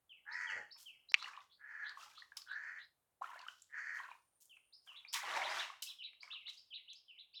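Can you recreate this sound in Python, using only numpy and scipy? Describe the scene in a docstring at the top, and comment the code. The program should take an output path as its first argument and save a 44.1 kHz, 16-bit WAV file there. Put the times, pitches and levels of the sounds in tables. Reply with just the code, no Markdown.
"""Fish trap in shallow floodwater

In front of the microphone a man wades in, legs sloshing and shedding bubbles, spray hissing, with one
sharp snap early on. He throws a bamboo fish trap, which lands with a broad splash. Some way off a crow
caws four times and small birds whistle; trees and house walls scatter the calls back."""
import sys
import numpy as np
from scipy import signal
from scipy.fft import rfft, irfft
from scipy.io import wavfile
from scipy.ndimage import uniform_filter1d, map_coordinates

SR = 44100
rng = np.random.default_rng(int(sys.argv[2]) if len(sys.argv) > 2 else 0)


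def waveform_to_disk(signal):
    """Save audio, clipped to [-1, 1], as 16-bit WAV at the path in sys.argv[1]."""
    frames = np.transpose(np.atleast_2d(signal))
    scaled = np.clip(frames, -1, 1) * 32767
    samples = np.round(scaled).astype(np.int16)
    wavfile.write(sys.argv[1], SR, samples)


N = 326340
TIME = np.arange(N) / SR

# The trap's splash: the rim slaps, the cavity collapses, it gulps shut, thrown water rains back.
# Each row: start, rise, hold and fall in seconds, then relative body, gulp and spray levels in dB.
SPLASH_STAGES = [(5.13, 0.027, 0.008, 0.04, -40.5, -76, -61),
                 (5.215, 0.069, 0.17, 0.084, -44.5, -48, -57.5),
                 (5.337, .03, 0.0092, 0.015, -55, -47, -60.5), (5.464, 0.11, 0.032, 0.051, -45, -56, -53)]
# Spectra of moving water. Each row: frequency in Hz, level in dB.
SPLASH_BODY_SPECTRUM = [(350, -36.5), (650, -31.5), (950, 4), (1500, 1.5), (2000, 4), (2800, -4.5),
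                        (4200, -8.5), (6000, -18.5), (10000, -21.5)]
GULP_SPECTRUM = [(60, -15.5), (150, -21.5), (280, -12.5), (450, -13.5), (650, -0.5), (900, 4), (1200, -6.5),
                 (1800, -37)]
SLOSH_SPECTRUM = [(200, -21.5), (450, -26), (700, -11.5), (1050, 2), (1500, -1.5), (2000, -7.5), (2900, -9),
                  (4800, -23.5), (7000, -20), (11000, -33.5), (17000, -41)]
SPRAY_SPECTRUM = [(1200, -30.5), (2200, -10.5), (3000, 4.5), (4200, 2.5), (5600, 4.5), (7200, -2.5),
                  (10000, -13.5), (14000, -19), (18000, -25)]
MIST_SPECTRUM = [(3000, -19), (5000, -7), (6500, 2), (9000, -0.5), (13000, -3), (18000, -10.5)]
# A leg pushes water. Each row: start in seconds, relative level in dB, hold and settling in seconds.
STRIDE_PUSHES = [(0.745, -71.5, .01, 0.033), (1.135, -61.5, .02, 0.039), (1.212, -57, .07, 0.03),
                 (1.323, -62.5, .06, .025), (1.885, -61, .02, .04), (1.968, -61, .03, 0.12),
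                 (2.356, -65.5, .005, 0.026), (3.21, -56.5, .27, .035), (3.97, -57, 0.15, 0.02),
                 (4.864, -67, .02, .1), (5.883, -72, .01, 0.022), (6.218, -68.5, .12, 0.018),
                 (6.462, -73.5, .01, 0.036)]
# The hollow gulp of a foot sinking in. Each row: start in seconds, level in dB.
FOOT_GULPS = [(3.211, -27)]
# The course of that gulp. Each row: age in seconds, pitch in Hz, relative level in dB.
FOOT_CONTOUR = [(0, 604, -30), (.006, 814, -19.5), (.01, 1140, -8), (0.016, 1050, -22), (0.034, 886, -47.5)]
# Larger single bubbles. Each row: start in seconds, peak in dB, starting pitch in Hz.
BIG_BUBBLES = [(1.225, -42, 1260), (1.244, -37, 2750), (1.259, -42, 1900), (1.273, -44.5, 1152),
               (1.286, -45.5, 1620), (1.375, -42.5, 1083), (1.973, -45.5, 1108), (2.031, -47.5, 1270),
               (2.179, -51.5, 1240), (2.222, -45, 1820), (2.32, -47.5, 1606), (2.514, -36, 1530),
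               (3.242, -37.5, 1320), (3.293, -44, 1030), (3.332, -45.5, 976), (3.358, -53.5, 660),
               (3.402, -47.5, 1010), (3.466, -44.5, 1260), (3.484, -40, 1450), (3.485, -40, 2940),
               (4.001, -41, 1030), (4.089, -48.5, 1030), (4.114, -44.5, 946), (4.116, -48.5, 2370),
               (4.569, -52, 2514), (5.05, -45, 2340), (5.418, -30.5, 2140), (5.701, -41, 1083),
               (6.232, -43, 2220), (6.278, -51, 2110), (6.333, -54.5, 1220), (6.482, -49, 2090)]
# Sheets of spray. Each row: start in seconds, level in dB, rise and fall in seconds, mist share in dB.
SPRAY_SHEETS = [(0.771, -62, 0.027, 0.039, 1), (1.151, -65, 0.036, 0.057, -24),
                (1.225, -66, 0.062, 0.029, -28), (1.412, -72.5, 0.0081, 0.026, -19),
                (1.946, -64, 0.065, .13, -9.5), (2.367, -51, 0.004, 0.016, -3),
                (3.219, -73, 0.0036, 0.19, -0.5), (3.476, -66, 0.0034, 0.079, -15),
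                (3.94, -72.5, 0.0078, 0.12, -0.5), (4.402, -80, 0.0047, 0.06, 14),
                (4.82, -78.5, 0.048, 0.099, 0.5), (5.125, -38.5, 0.02, 0.028, -7),
                (5.821, -46, 0.0021, 0.03, 0), (6.222, -67.5, .008, 0.063, -26),
                (6.475, -62, 0.024, 0.057, -19)]
# Single drops striking the water. Each row: start in seconds, level in dB, pitch in Hz.
DROPS = [(1.225, -45, 4350), (1.365, -48.5, 2990), (1.404, -56.5, 3400), (1.893, -47, 4180),
         (2.197, -52.5, 3900), (2.37, -41.5, 5220), (2.417, -50, 4600), (3.39, -54, 4500),
         (3.414, -52.5, 4630), (3.619, -52, 7300), (4.034, -58.5, 3900), (5.824, -43, 3000),
         (6.131, -57.5, 2200), (6.931, -55.5, 6250)]
# A drop's spectrum. Each row: multiple of its pitch, level in dB.
DROP_SPECTRUM = [(.3, -28), (.8, -14), (1, 0), (1.2, -14), (2.5, -38)]
# The snap and its quick rebounds. Each row: start in seconds, relative level in dB.
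SNAP_HITS = [(1.1422, -2.5), (1.1447, -11), (1.1464, -12), (1.1491, -23)]
# What the snap rings with. Each row: frequency in Hz, relative level in dB, seconds to fall 60 dB.
SNAP_RESONANCES = [(1610, -36, 0.0081), (2298, -7, 0.00852), (2590, -2.5, 0.007), (4300, -6, 0.003),
                   (5455, -16.5, 0.0028), (8724, -33, 0.0029)]

# The crow's calls. Each row: start and length in seconds, relative level and crescendo in dB, throat
# resonance at the start and at the top of its arch in Hz, seconds to that top, resonance at the end in
# Hz, pulse rate in Hz with the throat at rest, period jitter as a fraction, beak and clear tones in dB.
CROW_CALLS = [(0.241, 0.44, -45, -2.5, 1558, 1917, .12, 1868, 87.96, 0.09, -21, -14.5),
              (1.575, 0.39, -51, 7, 1660, 1825, .15, 1741, 150.6, 0.04, -30.5, -26.5),
              (2.451, 0.4, -48.5, -0.5, 1530, 1856, .26, 1855, 159.5, .08, -26.5, -33),
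              (3.684, 0.38, -46, 1, 1808, 1870, 0.11, 1836, 142.1, 0.09, -23.5, -42)]
# The crow's throat at rest and the beak's upper resonances. Each row: frequency in Hz, level in dB.
THROAT_SPECTRUM = [(300, -45), (600, -37.5), (950, -16), (1350, -6.5), (1650, -3), (1850, 10.5), (2100, 4),
                   (2400, -12.5), (3100, -57.5), (4000, -74)]
BEAK_SPECTRUM = [(3000, -20.5), (3700, -30), (4400, 3.5), (5300, -8), (6400, -2), (7800, -13), (9000, -23),
                 (12000, -29.5)]
# Clear tones under a caw. Each row: multiple of the base pitch, relative level in dB.
CLEAR_TONES = [(0.998, 1), (1.075, -4), (1.409, -2), (1.7, -8)]
# A dull, low swell during the first caw. Each row: frequency in Hz, level in dB.
LOW_SWELL_SPECTRUM = [(50, -18), (80, -1), (160, -2), (300, -6), (480, 7), (750, 5), (1200, -4)]
# A two-note song. Each row: start in seconds, relative level of the falling note in dB, seconds until
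# the rising note, its relative level in dB.
SONG_PHRASES = [(0.091, -56, .22, -47), (0.466, -48.5, 0.24, -48.5), (0.854, -52.5, 0.23, -49),
                (4.492, -59.5, 0.23, -55), (4.871, -52.5, 0.2, -50.5), (5.243, -53, 0.24, -46),
                (5.599, -47, 0.25, -50), (5.983, -50, .216, -50.5), (6.334, -49, 0.23, -51.5),
                (6.703, -52.5, 0.24, -54), (7.078, -56, 0.25, -55.5)]
# Arched chips, and hoarse chirps from further off. Each row: start in seconds, relative level in dB.
CHIPS = [(4.948, -51), (5.425, -43), (5.578, -43), (5.864, -45), (6.018, -45), (6.302, -45), (6.452, -44),
         (6.725, -46), (6.876, -48), (7.175, -54.5), (7.339, -51)]
DISTANT_CHIRPS = [(1.16, -50), (1.485, -62.5), (1.832, -53), (2.14, -54.5), (2.468, -54.5), (2.775, -56.5)]
# The course of each bird note. Each row: age in seconds, pitch in Hz, relative level in dB.
FALL_CONTOUR = [(0, 3740, -15), (.006, 3230, -5.5), (0.021, 3005, -4), (0.029, 2900, 0.5),
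                (0.045, 2640, -6), (0.064, 2500, -20), (0.101, 2110, -21), (0.114, 1970, -45)]
RISE_CONTOUR = [(0, 3600, -17), (.008, 4250, -4), (.016, 4850, 0), (.024, 5350, -4), (.032, 5450, -11),
                (.05, 4600, -30)]
CHIP_CONTOUR = [(0, 2500, -11), (.008, 2900, -5), (.016, 3550, -3), (.024, 3950, -2), (.032, 3900, -2),
                (.041, 3550, -4), (.062, 2200, -20)]
DISTANT_CONTOUR = [(0, 3330, -8), (.015, 3446, -8), (0.034, 3882, -2.5), (.05, 4200, -7.5),
                   (0.062, 4365, -7)]
# Spectra of a soft click, the open air and an insect. Each row: frequency in Hz, level in dB.
CLICK_SPECTRUM = [(30, 10.5), (150, -0.5), (500, -12), (2000, 2), (6000, -6.5), (16000, -25)]
AIR_SPECTRUM = [(18, -39), (30, -3.5), (102, 2.5), (208, -5.5), (705, -2.5), (1200, -6.5), (1780, -10),
                (2520, -13.5), (3750, -14.5), (5290, -18.5), (9240, -12), (17000, -14.5)]
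INSECT_SPECTRUM = [(8000, -33.5), (8800, -7), (9250, 2), (9700, -12), (10500, -25)]

THROAT_REST_HZ, CAW_ATTACK_S, CAW_RELEASE_S = 1850, 0.1, 0.15


def trap_splash():
    """The rim slaps the surface, the cavity gulps shut and the thrown water rains back."""
    stages = np.array([envelope(*row[:4]) for row in SPLASH_STAGES])
    body, gulp, spray = undb(np.array(SPLASH_STAGES)[:, 4:]).T @ stages
    churn = colour(froth(cycles=5, spread_db=3.5, crackle_db=3, count=10000), SPLASH_BODY_SPECTRUM)
    gurgle = colour(froth(cycles=9, spread_db=4.5, crackle_db=-4, count=3500), GULP_SPECTRUM)
    rain = undb(0.5) * colour(patter(6400, spread_db=1), SPRAY_SPECTRUM)
    return body * churn + gulp * gurgle + spray * rain


def wading():
    """Each stride folds air into the water, and one foot gulps as it sinks in."""
    sag_db_per_s = 32.5  # a push weakens as the leg slows
    push = np.zeros(N)
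    for start, db, hold, settle in STRIDE_PUSHES:
        sag_db = sag_db_per_s * np.clip(TIME - start, 0, hold)
        push += undb(db - sag_db) * envelope(start, rise=0.013, hold=hold, fall=settle)
    bubbles = froth(cycles=12, spread_db=6, crackle_db=0.5, count=5000)
    slosh = undb(1.5) * push * colour(bubbles, SLOSH_SPECTRUM)
    return slosh + glides(FOOT_GULPS, FOOT_CONTOUR, waver=0.12, flutter_db=1)


def plops():
    """Larger single bubbles ring for about the same time whatever their size, each with a spatter."""
    out, t = np.zeros(N), TIME[:SR // 10]
    ring_s = 0.003
    spatter_gain = np.exp(-t / 0.0095) * np.minimum(t / 0.0014, 1)
    for start, db, hz in BIG_BUBBLES:
        spatter = spatter_gain * colour(rng.standard_normal(len(t)), SLOSH_SPECTRUM)
        add(out, start - 0.001, undb(db) * bubble(hz, cycles=ring_s * hz, glide=0.1, onset=2.2))
        add(out, start, undb(db - 20) * spatter)
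    return out


def sprays():
    """Sheets of small droplets burst up in clumps and thin out."""
    clumps = undb(2.5 * walk(90, N))
    coarse = colour(patter(4000, spread_db=3.8) * clumps, SPRAY_SPECTRUM)
    mist = colour(patter(3000, spread_db=2.9) * clumps, MIST_SPECTRUM)
    return sum(undb(db) * envelope(start, rise, 0, fall) * (coarse + undb(mist_db) * mist)
               for start, db, rise, fall, mist_db in SPRAY_SHEETS)


def drop_ticks():
    """Single drops strike the water: each a tiny burst of noise around one pitch."""
    out, t = np.zeros(N), TIME[:SR // 20]
    rise_s, fall_s = 0.0015, 0.0032
    gain = np.minimum(t / rise_s, 1) ** 2 * np.exp((rise_s - t) / fall_s)
    for start, db, hz in DROPS:
        spectrum = [(hz * ratio, band_db) for ratio, band_db in DROP_SPECTRUM]
        add(out, start, undb(db) * gain * colour(rng.standard_normal(len(t)), spectrum))
    return out


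def froth(cycles, spread_db, crackle_db, count):
    """A cloud of bubbles of all sizes among bursting droplets."""
    cloud = np.zeros(N)
    for when, pitch_draw, level_draw in rng.random((count, 3)):
        hz = 330 * 13 ** pitch_draw
        gain = hz * undb(-spread_db * np.log(level_draw + 0.054))
        add(cloud, when * N / SR, gain * bubble(hz, cycles, glide=0.14, onset=0.71))
    return unit(cloud) + undb(crackle_db) * patter(2300, spread_db=1.8)


def bubble(hz, cycles, glide, onset):
    """A bubble swells over `onset` cycles, rings down and rises in pitch."""
    turns = np.arange(int(4 * cycles * SR / hz) + 2) * hz / SR
    ring = np.exp(-turns / cycles) * (1 - np.exp(-(turns / onset) ** 2))
    return ring / ring.max() * np.sin(2 * np.pi * turns * (1 + glide * turns / (8 * cycles)))


def patter(per_second, spread_db):
    """Tiny impacts of unequal size, as of droplets, each with a brief fizz."""
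    hits = rng.random(N) < per_second / SR
    impacts = hits * undb(spread_db * np.minimum(rng.exponential(size=N), 4))
    fizz_gain = signal.lfilter([1], [1, -np.exp(-1 / (0.00024 * SR))], impacts)
    return unit(fizz_gain * rng.standard_normal(N))


def snap():
    """A hard, dry snap, perhaps of bamboo, rings for a few milliseconds; too small to radiate bass."""
    out, t = np.zeros(N), TIME[:SR // 20]
    ring = sum(undb(db) * np.sin(2 * np.pi * hz * t) * np.exp(-np.log(1000) * t / t60)
               for hz, db, t60 in SNAP_RESONANCES)
    for start, db in SNAP_HITS:
        add(out, start, undb(db) * ring * (1 - np.exp(-t / 0.00038)))
    return signal.sosfilt(signal.butter(2, [1000, 11000], "band", fs=SR, output="sos"), out)


def click():
    """A soft, full-range click just before the snap."""
    gain = undb(-48.5) * envelope(1.119, rise=0.00038, hold=0.00061, fall=0.00078)
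    return gain * colour(rng.standard_normal(N), CLICK_SPECTRUM)


def crow():
    """Four caws from a tree some way off, more echo than direct sound at the microphone."""
    direct = np.zeros(N)
    for start, *settings in CROW_CALLS:
        add(direct, start, caw(*settings))
    return undb(-5.5) * direct + undb(2.5) * scatter(direct, t60=0.13, gap=0.004, patchy_db=3.26)


def caw(length, db, crescendo_db, start_hz, top_hz, top_s, end_hz, pulse_hz, jitter, beak_db, tone_db):
    """The crow's effort builds, holds and lets go; pitch and resonances arch together with the throat."""
    voice = crow_voice(pulse_hz, jitter, beak_db, tone_db)
    age = TIME[:SR // 2]
    starting = np.maximum(1 - age / CAW_ATTACK_S, 0) ** 2
    ending = np.maximum(1 + (age - length) / CAW_RELEASE_S, 0) ** 2
    held = np.clip((age - CAW_ATTACK_S) / (length - CAW_ATTACK_S - CAW_RELEASE_S), 0, 1)
    effort_db = db + crescendo_db * (held - 0.5) - 19 * starting - 25.5 * ending
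    before_top = np.maximum(1 - age / top_s, 0)
    after_top = np.clip((age - top_s) / (length - top_s), 0, 1)
    throat_hz = top_hz + (start_hz - top_hz) * before_top ** 2 + (end_hz - top_hz) * after_top
    arched = map_coordinates(voice, [np.cumsum(throat_hz / THROAT_REST_HZ)], order=3)
    return undb(effort_db) * np.minimum(age / 0.03, 1) * unit(arched)


def crow_voice(pulse_hz, jitter, beak_db, tone_db):
    """Harsh, uneven pulses ring the crow's throat, over clear low tones that sag."""
    age, t = TIME[:SR], TIME[:SR // 40]
    timing, strength = rng.standard_normal((200, 2)).T
    at = (np.cumsum(np.abs(1 + jitter * timing)) * SR / pulse_hz).astype(int)
    inside = at < SR
    pulses = np.zeros(SR)
    pulses[at[inside]] = undb(4.5 * np.clip(strength[inside], -1.5, 1.5))
    # the membranes stay open for a few milliseconds and let rasping air through
    opening = t * np.exp(-t / 0.0013)
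    airflow = signal.lfilter(opening, 1, pulses)
    rasp = unit(airflow * rng.standard_normal(SR))
    ring = unit(signal.lfilter(opening * np.sin(2 * np.pi * THROAT_REST_HZ * t), 1, pulses))
    throat = ring + undb(-3.5) * colour(rasp + 0.5 * unit(pulses), THROAT_SPECTRUM)
    # the upper resonances come in as the beak opens
    beak = np.minimum(age / CAW_ATTACK_S, 1) ** 2 * colour(rasp, BEAK_SPECTRUM)
    turns = np.cumsum(np.interp(age, [0, 0.17, 0.36], [890, 895, 820])) / SR
    tones = sum(undb(db) * np.sin(2 * np.pi * ratio * turns) for ratio, db in CLEAR_TONES)
    return throat + undb(beak_db - 1) * beak + undb(tone_db) * tones


def low_swell():
    """A dull, low swell during the first caw: faint at first, then briefly louder."""
    lead_in = undb(-85) * envelope(0.27, rise=0.051, hold=0.24, fall=0.05)
    peak = undb(-61) * envelope(0.506, rise=0.068, hold=0.03, fall=0.03)
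    return (lead_in + peak) * colour(patter(2500, spread_db=2.8), LOW_SWELL_SPECTRUM)


def small_birds():
    """One bird alternates falling and rising notes, another chips, a third rasps deep in the trees."""
    falling_notes = [(start, db) for start, db, _, _ in SONG_PHRASES]
    rising_notes = [(start + delay, db) for start, _, delay, db in SONG_PHRASES]
    falls = glides(falling_notes, FALL_CONTOUR, waver=0.027, flutter_db=2.5)
    rises = glides(rising_notes, RISE_CONTOUR, waver=0.035, flutter_db=3)
    chips = glides(CHIPS, CHIP_CONTOUR, waver=0.055, flutter_db=3.5, waver_hz=800)
    distant = glides(DISTANT_CHIRPS, DISTANT_CONTOUR, waver=0.11, flutter_db=4, waver_hz=1100)
    direct = undb(-1.5) * falls + undb(-7) * rises + undb(-3) * chips
    into_trees = undb(-7.5) * falls + undb(-5.5) * (rises + chips) + undb(-1) * distant
    early = scatter(into_trees, t60=0.2, gap=0.0043, patchy_db=1.6)
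    late_low = scatter(undb(-6.5) * falls, t60=0.48, gap=0.011, patchy_db=3.5)
    # leaves swallow more of the higher notes
    high_notes = undb(-13.5) * rises + undb(-15) * chips + undb(-22) * distant
    late_high = scatter(high_notes, t60=0.48, gap=0.018, patchy_db=5)
    return direct + early + late_low + late_high


def glides(calls, contour, waver, flutter_db, waver_hz=450):
    """Gliding tones that waver in pitch and strength, each its own way; fast wavering sounds hoarse."""
    ages, hz, db = np.transpose(contour)
    t = np.arange(int(ages[-1] * SR)) / SR
    smooth_hz = uniform_filter1d(np.interp(t, ages, hz), size=200)
    fade = signal.windows.tukey(len(t), 0.1)
    out = np.zeros(N)
    for start, call_db in calls:
        pitch = smooth_hz * (1 + waver * walk(waver_hz, len(t)))
        gain = fade * undb(call_db + np.interp(t, ages, db) + flutter_db * walk(320, len(t)))
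        add(out, start, np.sqrt(2) * gain * np.sin(2 * np.pi * np.cumsum(pitch) / SR))
    return out


def insect():
    """A thin, uneven trill runs faintly throughout and swells once."""
    trill = colour(rng.standard_normal(N), INSECT_SPECTRUM) * undb(2.6 * walk(27, N))
    effort = undb(-103) + undb(-87) * envelope(3.6, rise=0.69, hold=0.37, fall=0.3)
    return effort * trill


def open_air():
    """Very quiet open air that wavers and slowly grows quieter."""
    level_db = -85.5 - 0.43 * TIME + walk(2.6, N)
    return undb(level_db) * colour(rng.standard_normal(N), AIR_SPECTRUM)


def scatter(x, t60, gap, patchy_db):
    """Many unequal echoes from trunks, leaves and walls, setting in after `gap` seconds."""
    t = TIME[:SR]
    echoes = rng.standard_normal(SR) * undb(patchy_db * rng.standard_normal(SR))
    echoes *= np.exp(-np.log(1000) * t / t60) * np.clip(t / gap - 1, 0, 1)
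    return signal.fftconvolve(x, echoes / np.sqrt(np.sum(echoes ** 2)))[:N]


def envelope(start, rise, hold, fall):
    """Gain that rises, holds and dies away with the time constant `fall`, all in seconds."""
    t = np.maximum(TIME - start, 0)
    return np.minimum(t / rise, 1) * np.exp(-np.maximum(t - rise - hold, 0) / fall)


def colour(x, spectrum):
    """Filter x by (Hz, dB) points, falling 21 dB an octave beyond them, and scale to rms 1."""
    hz, db = np.transpose(spectrum)
    f = np.arange(len(x) // 2 + 1) * SR / len(x) + 1
    octaves_beyond = np.maximum(np.log2(hz[0] / f), 0) + np.maximum(np.log2(f / hz[-1]), 0)
    gain = undb(np.interp(np.log(f), np.log(hz), db) - 21 * octaves_beyond)
    return unit(irfft(rfft(x) * gain, len(x)))


def walk(per_second, size):
    """A smooth random wander with a spread near 1."""
    return np.interp(np.arange(size) * per_second / SR, np.arange(4096), rng.standard_normal(4096))


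def add(out, start, x):
    """Mix x into out from `start` seconds."""
    i = max(int(start * SR), 0)
    out[i:i + len(x)] += x[:max(len(out) - i, 0)]


def unit(x):
    """Scale to rms 1."""
    return x / np.sqrt(np.mean(x ** 2) + 1e-20)


def undb(db):
    """Decibels to gain."""
    return 10 ** (np.asarray(db) / 20)


def scene():
    """Everything reaches the microphone from the front; only faint reflections differ left and right."""
    water = wading() + plops() + drop_ticks() + trap_splash() + sprays()
    swell, crack = low_swell(), snap()
    yard = scatter(undb(-8.5) * (water + swell) + undb(-28.5) * crack, t60=0.3, gap=0.0043, patchy_db=2.3)
    mid = water + swell + crack + click() + yard + crow() + small_birds() + insect() + open_air()
    side = undb(-43) * scatter(mid, t60=0.014, gap=0.00019, patchy_db=0)
    return np.array([mid + side, mid - side])


def record(dry):
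    """The sound drops out for a moment after the click, and the recorder cuts the very top."""
    dropout = envelope(1.123, rise=0.001, hold=0.01, fall=0.001)
    top_cut = signal.ellip(10, 0.1, 70, 18200, fs=SR, output="sos")
    return signal.sosfilt(top_cut, dry * (1 - dropout))


dry = scene()
out = record(dry)
waveform_to_disk(out)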